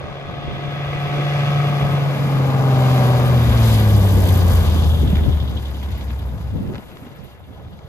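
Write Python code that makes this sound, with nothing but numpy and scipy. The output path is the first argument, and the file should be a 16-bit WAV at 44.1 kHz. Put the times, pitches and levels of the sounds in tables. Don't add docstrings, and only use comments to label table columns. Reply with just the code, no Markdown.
import sys
import numpy as np
from scipy import signal
from scipy.fft import rfft, irfft, next_fast_len
from scipy.io import wavfile

SR = 44100
rng = np.random.default_rng(int(sys.argv[2]) if len(sys.argv) > 2 else 0)


def dump(signal):
    limited = np.clip(np.atleast_2d(signal).T, -1, 1)
    pcm = np.round(limited * 32767).astype(np.int16)
    wavfile.write(sys.argv[1], SR, pcm)


N = 347489
HZ = np.fft.rfftfreq(next_fast_len(N), 1 / SR)
BLADES_PER_FIRING = 77 / 120
DRIFT_STEP_SAMPLES = 32


def amp(db):
    return 10 ** (np.asarray(db) / 20)


def left_right(db):
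    return amp(np.array([[.5], [-.5]]) * db)


def in_time(rows):
    s, *columns = np.transpose(rows)
    return [np.interp(np.arange(N) / SR, s, c) for c in columns]


def shaped(x, response):
    size = next_fast_len(N)
    return irfft(rfft(x, size) * response, size)[..., :N]


def rms_one(x):
    return x / np.sqrt(np.mean(x ** 2))


def drift(rate_hz, order=2, slowest_hz=0):
    size = next_fast_len(N // DRIFT_STEP_SAMPLES + 2)
    hz = np.fft.rfftfreq(size, DRIFT_STEP_SAMPLES / SR)
    highpass = hz / (hz + slowest_hz + 1e-9)
    lowpass = 1 / (1 + (hz / rate_hz) ** order)
    slow = irfft(rfft(rng.standard_normal(size)) * highpass * lowpass, size)
    return np.interp(np.arange(N) / DRIFT_STEP_SAMPLES, np.arange(size), rms_one(slow))


def noise_pair(response):
    return rms_one(shaped(rng.standard_normal((2, N)), response))


# pitch_hz, density_db_per_hz
COLOUR = [(25, -31), (45, 7.5), (70, 22), (130, 20), (250, 16), (400, 6), (650, 2.5), (950, 1.5), (1200, 3),
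          (1800, 2), (2800, 0), (3500, -3.5), (4600, -11.5), (7400, -21.5), (9500, -22.5)]
COLOUR_TOP = [(9500, -19), (11500, -24.5), (12800, -21), (13900, -30), (14500, -50), (15800, -62)]


def air(low_hz, high_hz):
    hz, db = np.transpose(COLOUR + COLOUR_TOP[1:])
    band = 1 / np.sqrt((1 + (low_hz / (HZ + 1)) ** 8) * (1 + (HZ / high_hz) ** 8))
    colour_db = np.interp(np.log(HZ + 1), np.log(hz), db)
    return noise_pair(band * amp(colour_db))


def narrow(hz, half_width_hz):
    return noise_pair(1 / (1 + ((HZ - hz) / half_width_hz) ** 4))


def bursts(events, rise_s, fall_s):
    clicks, t = np.zeros(N), np.arange(SR // 2) / SR
    clicks[[round(s * SR) for s, db in events]] = amp([db for s, db in events])
    hump = (1 - np.exp(-t / rise_s)) * np.exp(-t / fall_s)
    return signal.fftconvolve(clicks, hump / hump.max())[:N]


# time_s, firing_tone_db, octave_db, blade_tone_db
TONES = [(0, -37.5, -72, -53), (.7, -28.5, -44, -51), (1.1, -21.5, -57, -48), (1.5, -17.5, -53, -51),
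         (2, -17.5, -49, -45), (2.15, -19, -36.5, -49), (2.5, -16, -33, -33), (2.85, -12.5, -28.5, -36),
         (3.15, -13.5, -28.5, -32), (3.45, -15, -32, -25), (3.65, -11.5, -22, -22),
         (4, -11.5, -23.5, -20.5), (4.5, -13.5, -34, -24), (5.25, -16.5, -42, -26), (5.4, -17, -54, -35),
         (5.65, -27.5, -57, -49), (6.2, -24.5, -53, -60), (6.55, -29, -42, -44), (6.9, -53, -64, -66),
         (7.88, -56, -50, -67)]
# time_s, exhaust_pulse_db, firing_throb_0_1, blade_throb_0_1, first_hollows_0_1, half_rate_tone_db
BEAT = [(0, -75, 0.6, 0.2, 0.96, -62), (.8, -63, 0.24, 0, 0.96, -57), (1.6, -37, 0.4, 0, 0.86, -56),
        (2.2, -48, 0, 0, 0.71, -53), (2.6, -37.5, 0.3, 0.1, 0.2, -44), (3, -38, 0.2, 0, 0.47, -48),
        (3.35, -38, 0.2, 0.2, 0.63, -49), (3.55, -40, 0, 0.1, 0.47, -21), (3.9, -48, 0.05, 0.3, 0.75, -30),
        (4.3, -55, 0, 0.4, 0.67, -44), (5, -47, 0.24, 0.05, 0.43, -50), (6, -63, 0.26, 0.02, 0.3, -60),
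        (7.88, -61, 0, 0, 0.81, -72)]
UNEVEN = [(4, -49), (5, -23), (7, -24.5), (8, -27), (9, -29), (10, -36), (15, -33)]


def tones(firings, tone_db, octave_db, blade_db):
    turn = 2 * np.pi * firings
    out = amp(tone_db + 0.39 * drift(19, order=4)) * np.cos(turn + 0.4 * drift(2.8, order=4))
    out += amp(octave_db) * np.cos(2 * turn - .6 + 0.22 * drift(24))
    out += amp(blade_db + 2.0 * drift(6.9)) * np.cos(BLADES_PER_FIRING * turn + .5 * drift(0.54))
    half_rate_db = in_time(BEAT)[4]
    out += amp(half_rate_db) * np.cos(turn / 2)
    for order, db in UNEVEN:
        level = amp(tone_db + db + 3.5 * drift(2.5))
        out += level * np.cos(2 * np.pi * (order * firings / 6 + rng.random()))
    return np.sqrt(2) * out


CYLINDER_DB = [-11, 5, -5, -14, -0.5, -19]
# pitch_hz, width_hz, level_db
PIPE = [(650, 270, -6), (770, 25, 18.5), (1090, 120, -15), (1237, 15, 20.5), (374, 51, -21),
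        (2220, 100, -35), (3300, 100, -20)]


def exhaust(firings, pulse_db):
    at = np.flatnonzero(np.diff(np.floor(firings)))
    clicks = np.zeros(N)
    clicks[at] = amp(np.resize(CYLINDER_DB, len(at)) + 0.7 * rng.standard_normal(len(at)))
    pipes = sum(amp(db) / (1 + 1j * (HZ ** 2 - hz ** 2) / (HZ * width + 1)) for hz, width, db in PIPE)
    lowpass = 1 / (1 + (HZ / 4000) ** 4)
    return amp(pulse_db) * rms_one(shaped(clicks, pipes * lowpass))


# order_per_cycle, then db_re_firing_tone (before strength_db) at power, easing off, throttled back
CHORD = [(11, -45, -40, -23), (13, -45, -26, -40), (14, -24, -29, -25), (17, -27, -38, -28),
         (18, -25, -28, -23), (19, -32, -31, -26), (20, -34, -23, -31), (21, -28, -34, -36),
         (22, -27, -23, -27), (23, -32, -30, -27), (24, -20, -29, -26), (25, -23, -36, -38),
         (26, -32, -24, -30), (27, -27, -33, -21), (28, -31, -26, -22), (29, -28, -28, -24),
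         (30, -17, -36, -31), (31, -24, -36, -38), (32, -36, -28, -38), (33, -26, -30, -26),
         (34, -33, -29, -33), (35, -31, -38, -38), (36, -30, -27, -22), (37, -38, -25, -32),
         (39, -34, -35, -42), (42, -42, -29, -33), (44, -33, -38, -33), (45, -42, -42, -33),
         (47, -23, -28, -42), (48, -30, -32, -29), (50, -30, -36, -33), (51, -30, -40, -40),
         (52, -42, -29, -42), (53, -38, -38, -30), (54, -22, -32, -38), (55, -38, -32, -30)]
# time_s, throttled_back_0_1, chord_strength_db
THROTTLE = [(0, 0, 9), (.8, 0, 5), (1.4, 0, 1), (1.95, 0, 1), (2.15, .5, 1), (2.55, .5, 2), (2.8, 1, 2),
            (3.3, 1, 2), (3.6, 1, -9), (7.88, 1, -14)]
BARK_AT_S, BARK_SMEAR_TURNS = .298, .2


def chord(firings, tone_db):
    back, strength_db = in_time(THROTTLE)
    cycle = (firings - firings[round(BARK_AT_S * SR)]) / 6 + .002 * drift(6)
    out = np.zeros(N)
    for order, *db in CHORD:
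        order_db = np.interp(back, [0, .5, 1], db)
        level_db = tone_db + strength_db + order_db + 1.2 * drift(3)
        turns = order * cycle + BARK_SMEAR_TURNS * rng.standard_normal() + .025 * drift(3)
        out += amp(level_db) * np.cos(2 * np.pi * turns)
    return np.sqrt(2) * out


def throb(firings):
    depth = np.clip(in_time(BEAT)[1], 0, 1)
    return 1 + depth * (0.45 * np.cos(2 * np.pi * firings) + 0.38 * np.cos(np.pi * firings))


# time_s, boom_db, rumble_db, roar_db
RUSH = [(0, -47, -41, -29), (.4, -40, -29.5, -32.5), (1, -58, -23.5, -28.5), (1.7, -53, -19, -27),
        (2.06, -46, -21, -24.5), (2.22, -48, -21, -26.5), (2.7, -43, -24, -25.5), (3.18, -25, -18, -21.5),
        (3.44, -28, -19, -23.5), (3.8, -26, -20.5, -21.5), (4.1, -20.5, -15, -22), (4.5, -16.5, -15.5, -22),
        (4.9, -19.5, -23, -28.5), (5.3, -19.5, -28.5, -32.5), (5.7, -29, -32.5, -37.5),
        (6.4, -24, -33, -37.5), (6.64, -42, -41, -41.5), (6.73, -38, -45, -36), (6.87, -43, -45, -42),
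        (7.1, -48, -35.5, -40.5), (7.46, -39.5, -63, -46), (7.6, -41, -40, -38.5), (7.69, -46, -37, -43),
        (7.8, -40, -40, -41), (7.88, -34, -45, -42)]
# time_s, level_db (before a 2 dB cut)
GROWL = [(0, -48), (.4, -35), (.6, -25), (.9, -42), (1.2, -19.5), (1.5, -38), (2.08, -36), (2.7, -39),
         (3.27, -33), (3.49, -36), (3.6, -40), (3.8, -26), (4.19, -17), (4.67, -37), (4.76, -26),
         (4.89, -36), (5.05, -21.5), (5.4, -35), (5.7, -39.5), (6.0, -39), (6.32, -40), (6.5, -51),
         (6.71, -30), (6.82, -47), (7.05, -39), (7.3, -58), (7.88, -58)]
# time_s, boom_db, rumble_db
SURGES = [(.86, -26, -50), (1.65, -35, -25), (1.9, -32, -50), (3.46, -17, -32), (3.92, -24, -23),
          (4.15, -35, -24), (4.36, -37, -35), (4.52, -40, -36), (4.81, -13.5, -43), (5.019, -17, -20),
          (5.15, -24, -23.5), (5.27, -22, -44), (5.41, -22, -33), (6.49, -24, -44), (6.54, -49, -27.5),
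          (6.68, -39, -25), (7.64, -33, -56)]
SURGE_RISE_S, SURGE_FALL_S = 0.062, 0.028


def low_rush(firings):
    boom_db, rumble_db, roar_db = in_time(RUSH)
    growl_db = in_time(GROWL)[0] - 2.0
    boom_surge, rumble_surge = (bursts(np.array(SURGES)[:, [0, k]], SURGE_RISE_S, SURGE_FALL_S) for k in (1, 2))
    out = (amp(boom_db + 1.2 * drift(6)) + boom_surge) * air(47, 95)
    out += (amp(rumble_db + 2.0 * drift(17)) + rumble_surge) * air(129.5, 242)
    out += amp(growl_db + 2.1 * drift(29)) * air(217, 400)
    return out + amp(roar_db + .6 * drift(14, slowest_hz=5)) * throb(firings) * air(402, 1300)


# time_s, abreast_0_1, going_away_0_1
ASPECT = [(0, 0.04, 0.2), (2, 0.13, 0), (2.6, 0.24, 0), (3.5, 0.53, 0), (4.2, 0.9, 0.54), (4.7, 0.54, 0.05),
          (5, 0.4, 1), (6, 0.6, 0.74), (7, 0, 1), (7.88, 0, 1)]
FLUTTER_LEAST_DB, FLUTTER_MOST_DB = .8, 2.3


def patchy(low_hz, high_hz, count):
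    depth_db = np.interp(sum(in_time(ASPECT)), [.5, 1], [FLUTTER_LEAST_DB, FLUTTER_MOST_DB])
    place = np.clip(np.log(HZ / low_hz + 1e-9) / np.log(high_hz / low_hz), 0, 1) * (count - 1)
    noise = air(low_hz, high_hz)
    out = 0
    for k in range(count):
        flutter = amp(depth_db * drift(14, slowest_hz=5))
        out = out + flutter * shaped(noise, np.maximum(1 - np.abs(place - k), 0))
    return out


# time_s, rasp_db, sizzle_db, tip_hiss_db
SPRAY = [(0, -40.5, -48.5, -80), (.35, -38.5, -50.5, -70), (.8, -32.5, -45, -60.5),
         (1.4, -27.5, -36.5, -51.5), (1.85, -31, -39, -49.5), (2.6, -35.5, -39, -46.5),
         (2.92, -30.5, -33, -39.5), (3.3, -32, -35.5, -41.5), (3.55, -32, -33.5, -40),
         (3.7, -31, -28.5, -32.5), (3.85, -34, -33, -38), (4.06, -36, -34.5, -37.5),
         (4.35, -34.5, -33, -35), (4.45, -39, -36, -39.5), (4.55, -37.5, -33, -34.5),
         (4.67, -40, -33.5, -41.5), (4.85, -54, -37.5, -41.5), (5.1, -35, -45.5, -45),
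         (5.42, -45, -45.5, -51.5), (6, -42, -46.5, -54), (6.3, -49, -52, -55), (6.56, -49.5, -52.5, -59.5),
         (6.89, -47, -55, -56.5), (7.1, -48.5, -56.5, -61.5), (7.3, -49, -56, -61), (7.4, -51, -63, -65),
         (7.6, -56, -59.5, -67), (7.88, -57, -57.5, -68)]
# time_s, level_db
TOPMOST = [(0, -100), (1.3, -88), (2.1, -70), (2.5, -62), (2.92, -54), (3.7, -51), (4.5, -50), (5, -62),
           (5.5, -68), (5.9, -76), (6.3, -87), (7.88, -105)]


def high_rush(firings):
    rasp_db, sizzle_db, hiss_db = in_time(SPRAY)
    fire = throb(firings)
    blade_depth = np.clip(in_time(BEAT)[2], 0, 1)
    blade = 1 + blade_depth * np.cos(2 * np.pi * BLADES_PER_FIRING * firings)
    out = amp(rasp_db) * fire * patchy(940, 2950, count=3)
    out += amp(sizzle_db) * fire * patchy(3220, 9700, count=3)
    out += amp(hiss_db + 1.2 * drift(14)) * fire * blade * air(8500, 14200)
    return out + amp(in_time(TOPMOST)[0] + 1.5 * drift(10)) * narrow(14600, 650)


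# time_s, level_db, chop_twice_a_cycle_0_1
WHISTLE = [(0, -52, 0), (.4, -43, 0), (1.6, -49, 0), (2.2, -70, 0), (3.5, -40, 0.5), (4.2, -53, 0),
           (4.6, -44, 0.4), (4.8, -38, 0.7), (5.3, -41.5, 0), (5.8, -56, 0), (6.4, -68, 0.3),
           (7.88, -60, 0.5)]
WHISTLE_HZ, WHISTLE_HALF_WIDTH_HZ = 3370, 440


def whistle(firings, chuffs):
    level_db, chop = in_time(WHISTLE)
    gain = amp(level_db) * (1 + np.clip(chop, 0, 1) * np.cos(2 * np.pi * firings / 3))
    gain += bursts(chuffs, rise_s=0.003, fall_s=0.0086)
    return gain * noise_pair(1 / (1 + ((HZ - WHISTLE_HZ) / WHISTLE_HALF_WIDTH_HZ) ** 2))


# time_s, chuff_db, swish_db, swish_spread_db
OVERRUN = [(3.3, -70, -56, 3), (3.7, -65, -44, 3), (4, -60, -47, 3), (4.3, -55, -42, 3),
           (4.55, -46, -44, 3), (4.8, -40, -55, 3), (5.2, -38, -54, 2), (5.75, -39, -52, 2),
           (6, -45, -53, 2), (6.3, -46, -56, 2), (6.5, -58, -59, 2), (6.85, -56, -66, 2),
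           (7.05, -56, -60, 2), (7.25, -58, -56, 2), (7.4, -60, -65, 2), (7.88, -64, -67, 2)]


def once_a_turn(turns, at_s, level_db, spread_db, jitter_s):
    at = np.flatnonzero(np.diff(np.floor(turns - turns[round(at_s * SR)])))
    at = at[at > OVERRUN[0][0] * SR]
    s = np.minimum(at / SR + jitter_s * rng.standard_normal(len(at)), (N - 1) / SR)
    event_db = level_db + spread_db * rng.standard_normal(N)
    return list(zip(s, event_db[at]))


CHUFF_AT_S, CHUFF_SPREAD_DB, CHUFF_JITTER_S = 5.567, 2.2, .003


def whistle_and_chuffs(firings):
    chuffs = once_a_turn(firings / 6, CHUFF_AT_S, in_time(OVERRUN)[0], CHUFF_SPREAD_DB, CHUFF_JITTER_S)
    bright = amp(-7) * bursts(chuffs, rise_s=.001, fall_s=.003) * air(2000, 6500)
    return whistle(firings, chuffs) + bright


SWISH_AT_S, SWISH_JITTER_S = 6.476, .005


def swishes(firings):
    _, level_db, spread_db = in_time(OVERRUN)
    events = once_a_turn(BLADES_PER_FIRING * firings / 3, SWISH_AT_S, level_db, spread_db, SWISH_JITTER_S)
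    top = bursts(events, rise_s=.008, fall_s=.007) * narrow(12800, 800)
    return top + amp(-5) * bursts(events, rise_s=.03, fall_s=.011) * narrow(11200, 700)


# pitch_hz, half_width_hz, level_db_re_rasp (at full power)
WHINES = [(1960, 65, -14), (2530, 95, -16.5), (3420, 37, -12.5), (5050, 44, -30), (6020, 65, -34.5)]


def whines():
    peaks = sum(amp(db) / np.sqrt(width / 60) / (1 + ((HZ - hz) / width) ** 2) for hz, width, db in WHINES)
    total = np.linalg.norm(amp(np.array(WHINES)[:, 2]))
    rasp_db, back = in_time(SPRAY)[0], in_time(THROTTLE)[0]
    return amp(rasp_db) * (1 - back) * total * noise_pair(peaks)


# time_s, level_db, left_right_db
WIND = [(0, -34, 3), (.6, -37.5, -1), (1, -40.5, -13), (2.4, -36, -2), (4, -48, 13), (5.3, -23.5, 4.5),
        (6, -57, 4), (6.7, -32, 3), (6.9, -49, -4), (7.05, -41, -6), (7.3, -42, 1), (7.55, -40.5, 1),
        (7.7, -44.5, -7), (7.88, -43.5, 3)]


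def wind():
    level_db, pan_db = in_time(WIND)
    lumps_db = 5.7 * np.array([drift(7.9), drift(4.7)])
    gain = amp(level_db + lumps_db) * left_right(pan_db)
    return gain * noise_pair((HZ / 60) / (1 + (HZ / 140) ** 3.2))


# time_s, dull_peak_db, bright_peak_db
CRACKS = [(.211, -37, -40), (5.155, -23, -26), (5.168, -22, -28), (5.83, -44, -41), (6.01, -38, -31),
          (6.105, -26, -30), (6.675, -40, -35), (6.736, -34, -38), (6.746, -26, -37), (6.755, -24, -31),
          (6.761, -30, -41), (6.781, -32, -34), (6.915, -34, -42), (6.97, -31, -37), (7.068, -34, -44),
          (7.405, -42, -48), (7.65, -43, -50), (7.79, -39, -38)]
CREST_DB = 7.5


def cracks():
    dull, bright = (bursts(np.array(CRACKS)[:, [0, k]], rise_s=.0003, fall_s=.003) for k in (1, 2))
    return amp(-CREST_DB) * (dull * air(820, 2800) + bright * air(2800, 7500))


# start_s, peak_db, start_pitch_hz, left_right_db, ring_cycles, half_pitch_rise_per_cycle_0_1
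BUMPS = [(1.65, -21, 402, 12, 0.6, 0.02), (2.404, -24, 343, 18, 0.51, 0.04), (5.074, -27, 200, 1, 0.4, 0),
         (5.129, -6, 170, -3, 0.6, 0.01), (4.76, -17, 280, 7, 0.57, 0), (5.03, -20, 330, 10, .6, 0.1),
         (5.204, -23, 231, 6, 0.7, 0), (5.26, -26, 280, 2, 0.66, 0), (5.33, -25, 220, 0, .6, 0.02),
         (6.559, -21, 200, 12, 0.51, 0), (6.563, -32, 400, 11, 0.8, 0.08), (6.601, -29, 149, 6, 1, 0),
         (6.681, -24.5, 146, 10, 0.67, 0.24), (6.697, -25, 343, 9, 1.3, 0.01),
         (6.716, -26.5, 328, 3, 1.6, 0.02), (6.738, -29, 480, 6, 0.66, 0), (6.742, -28, 106, 2, 0.68, 0.14),
         (6.783, -27, 228, 0, 0.81, 0), (7.02, -31.5, 200, 0, 0.99, 0.06), (7.065, -31, 240, 0, .9, 0.01),
         (7.205, -39, 400, 0, .5, 0.05), (7.403, -35.5, 603, -6, 0.7, 0.14),
         (7.505, -36, 246, -2, 0.81, 0.02), (7.575, -43.5, 805, 6, 5.6, 0), (7.603, -44, 440, 2, 3.7, 0),
         (7.635, -36, 149, 2, .9, 0), (7.657, -36, 140, 2, .9, 0), (7.73, -35, 159, -2, 0.78, 0.05),
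         (7.845, -30, 131, -2, 0.51, 0)]


def bumps():
    out, t = np.zeros((2, N + SR)), np.arange(SR // 8) / SR
    for s, db, hz, pan_db, ring, rise in BUMPS:
        cycles = np.sin(2 * np.pi * hz * t * (1 + rise * hz * t)) * t * np.exp(-hz * t / ring)
        start = round(s * SR)
        out[:, start:start + len(t)] += amp(db) * left_right(pan_db) * cycles / np.abs(cycles).max()
    return out[:, :N]


def hollowed(x, hollows, share):
    dips = [1 - np.clip(depth, 0, 1) / (1 + ((HZ - hz) / width) ** 2) for hz, width, depth in hollows]
    share = np.clip(share, 0, 1)
    return share * shaped(x, np.prod(dips, axis=0)) + (1 - share) * x


# pitch_hz, half_width_hz, depth_0_1
FIRST_HOLLOWS = [(232.4, 99, 1), (937, 260, 0.62), (1387, 79, 0.81), (1787, 24, 1), (2156, 22, 0.75),
                 (2536, 25, 0.7), (3840, 29, 0.74), (7120, 280, 0.69)]
# pitch_hz, half_width_hz, depth_0_1
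HOLLOWS_ABREAST = [(1320, 92, 0.86), (2260, 81, 0.43), (2740, 82, 0.66), (4130, 81, 0.53)]
HOLLOWS_AWAY = [(1175, 102, 0.6), (1570, 57, 0.48), (2350, 350, 0.41), (4320, 140, 0.17), (5440, 230, 0.21)]


def reflections(x):
    abreast, away = in_time(ASPECT)
    x = hollowed(x, FIRST_HOLLOWS, in_time(BEAT)[3])
    x = hollowed(x, HOLLOWS_ABREAST, abreast)
    return hollowed(x, HOLLOWS_AWAY, away)


# time_s, left_early_ms, waver_ms
BEARING = [(0, -.15, .3), (1.5, -.2, .4), (2.9, 0, .25), (4, .07, .15), (5, .32, .25), (6, 0, .2),
           (7.88, 0, .2)]


def from_bearing(pair):
    early_ms, waver_ms = in_time(BEARING)
    shift = (early_ms + waver_ms * drift(4)) * SR / 2000
    at = np.arange(N)
    return np.array([np.interp(at + shift, at, pair[0]), np.interp(at - shift, at, pair[1])])


# pitch_hz, left_right_db, left_lead_rad, likeness_0_1
PORTS = [(0, 1, 0, .7), (70, 1, .1, .8), (140, 1.2, .13, .75), (350, 2, .3, .5), (700, 2, .75, .88),
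         (1250, 4, 1.3, .92), (1700, 4, 2, .4), (2300, -1, 7.3, .8), (3200, -1, 9.4, .75),
         (4000, 6, 8.8, .4), (5200, 11, 12.3, .55), (7000, 12, 11.5, .35), (8300, 1, 9.8, .75),
         (9200, 0, 9.42, 1), (9800, 0, 8.8, .8), (11700, 0, 7.4, .7), (12900, 0, 6.28, 1),
         (16000, 0, 6.28, 1)]


def ports(direct, scattered):
    pitch_hz = np.array(PORTS)[:, 0]
    _, pan_db, lead, alike = (np.interp(HZ, pitch_hz, c) for c in np.transpose(PORTS))
    alike = np.clip(alike, 0, 1)
    notch = 1 - 0.63 / (1 + ((HZ - 5600) / 230) ** 2)
    left = notch * amp(pan_db / 2) * np.exp(.5j * lead)
    right = notch * amp(-pan_db / 2) * np.exp(-.5j * lead)
    same, other = np.sqrt((1 + alike) / 2), np.sqrt((1 - alike) / 2)
    return np.array([shaped(direct, left * same) + shaped(scattered, left * other),
                     shaped(direct, right * same) - shaped(scattered, right * other)])


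# time_s, firing_hz
SPEED = [(0, 140), (.6, 141.6), (1, 143.5), (1.75, 143.2), (2.1, 139.7), (2.5, 134.4), (3, 127.3),
         (3.375, 121.8), (3.75, 109), (4.125, 95.6), (4.5, 86.4), (4.875, 79.05), (5.25, 74.14),
         (5.625, 69.3), (6.125, 65), (6.5, 63.4), (7, 61.2), (7.88, 59.8)]


def scene():
    firings = np.cumsum(in_time(SPEED)[0]) / SR
    levels_db = in_time(TONES)
    rush = low_rush(firings) + high_rush(firings) + whistle_and_chuffs(firings) + swishes(firings)
    direct, scattered = reflections(rush) + whines() + cracks()
    buzz = chord(firings, levels_db[0]) + exhaust(firings, in_time(BEAT)[0])
    low = from_bearing(left_right(1) * tones(firings, *levels_db))
    return low + ports(buzz + direct, scattered) + bumps() + wind()


STOPBAND_HZ, STOPBAND_CUT_DB = 15950, 70


def record(dry):
    rounded = 0.86 * np.tanh(dry / 0.97)
    top_cut = signal.cheby2(20, STOPBAND_CUT_DB, STOPBAND_HZ, fs=SR, output="sos")
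    return signal.sosfilt(top_cut, rounded)


dry = scene()
out = record(dry)
dump(out)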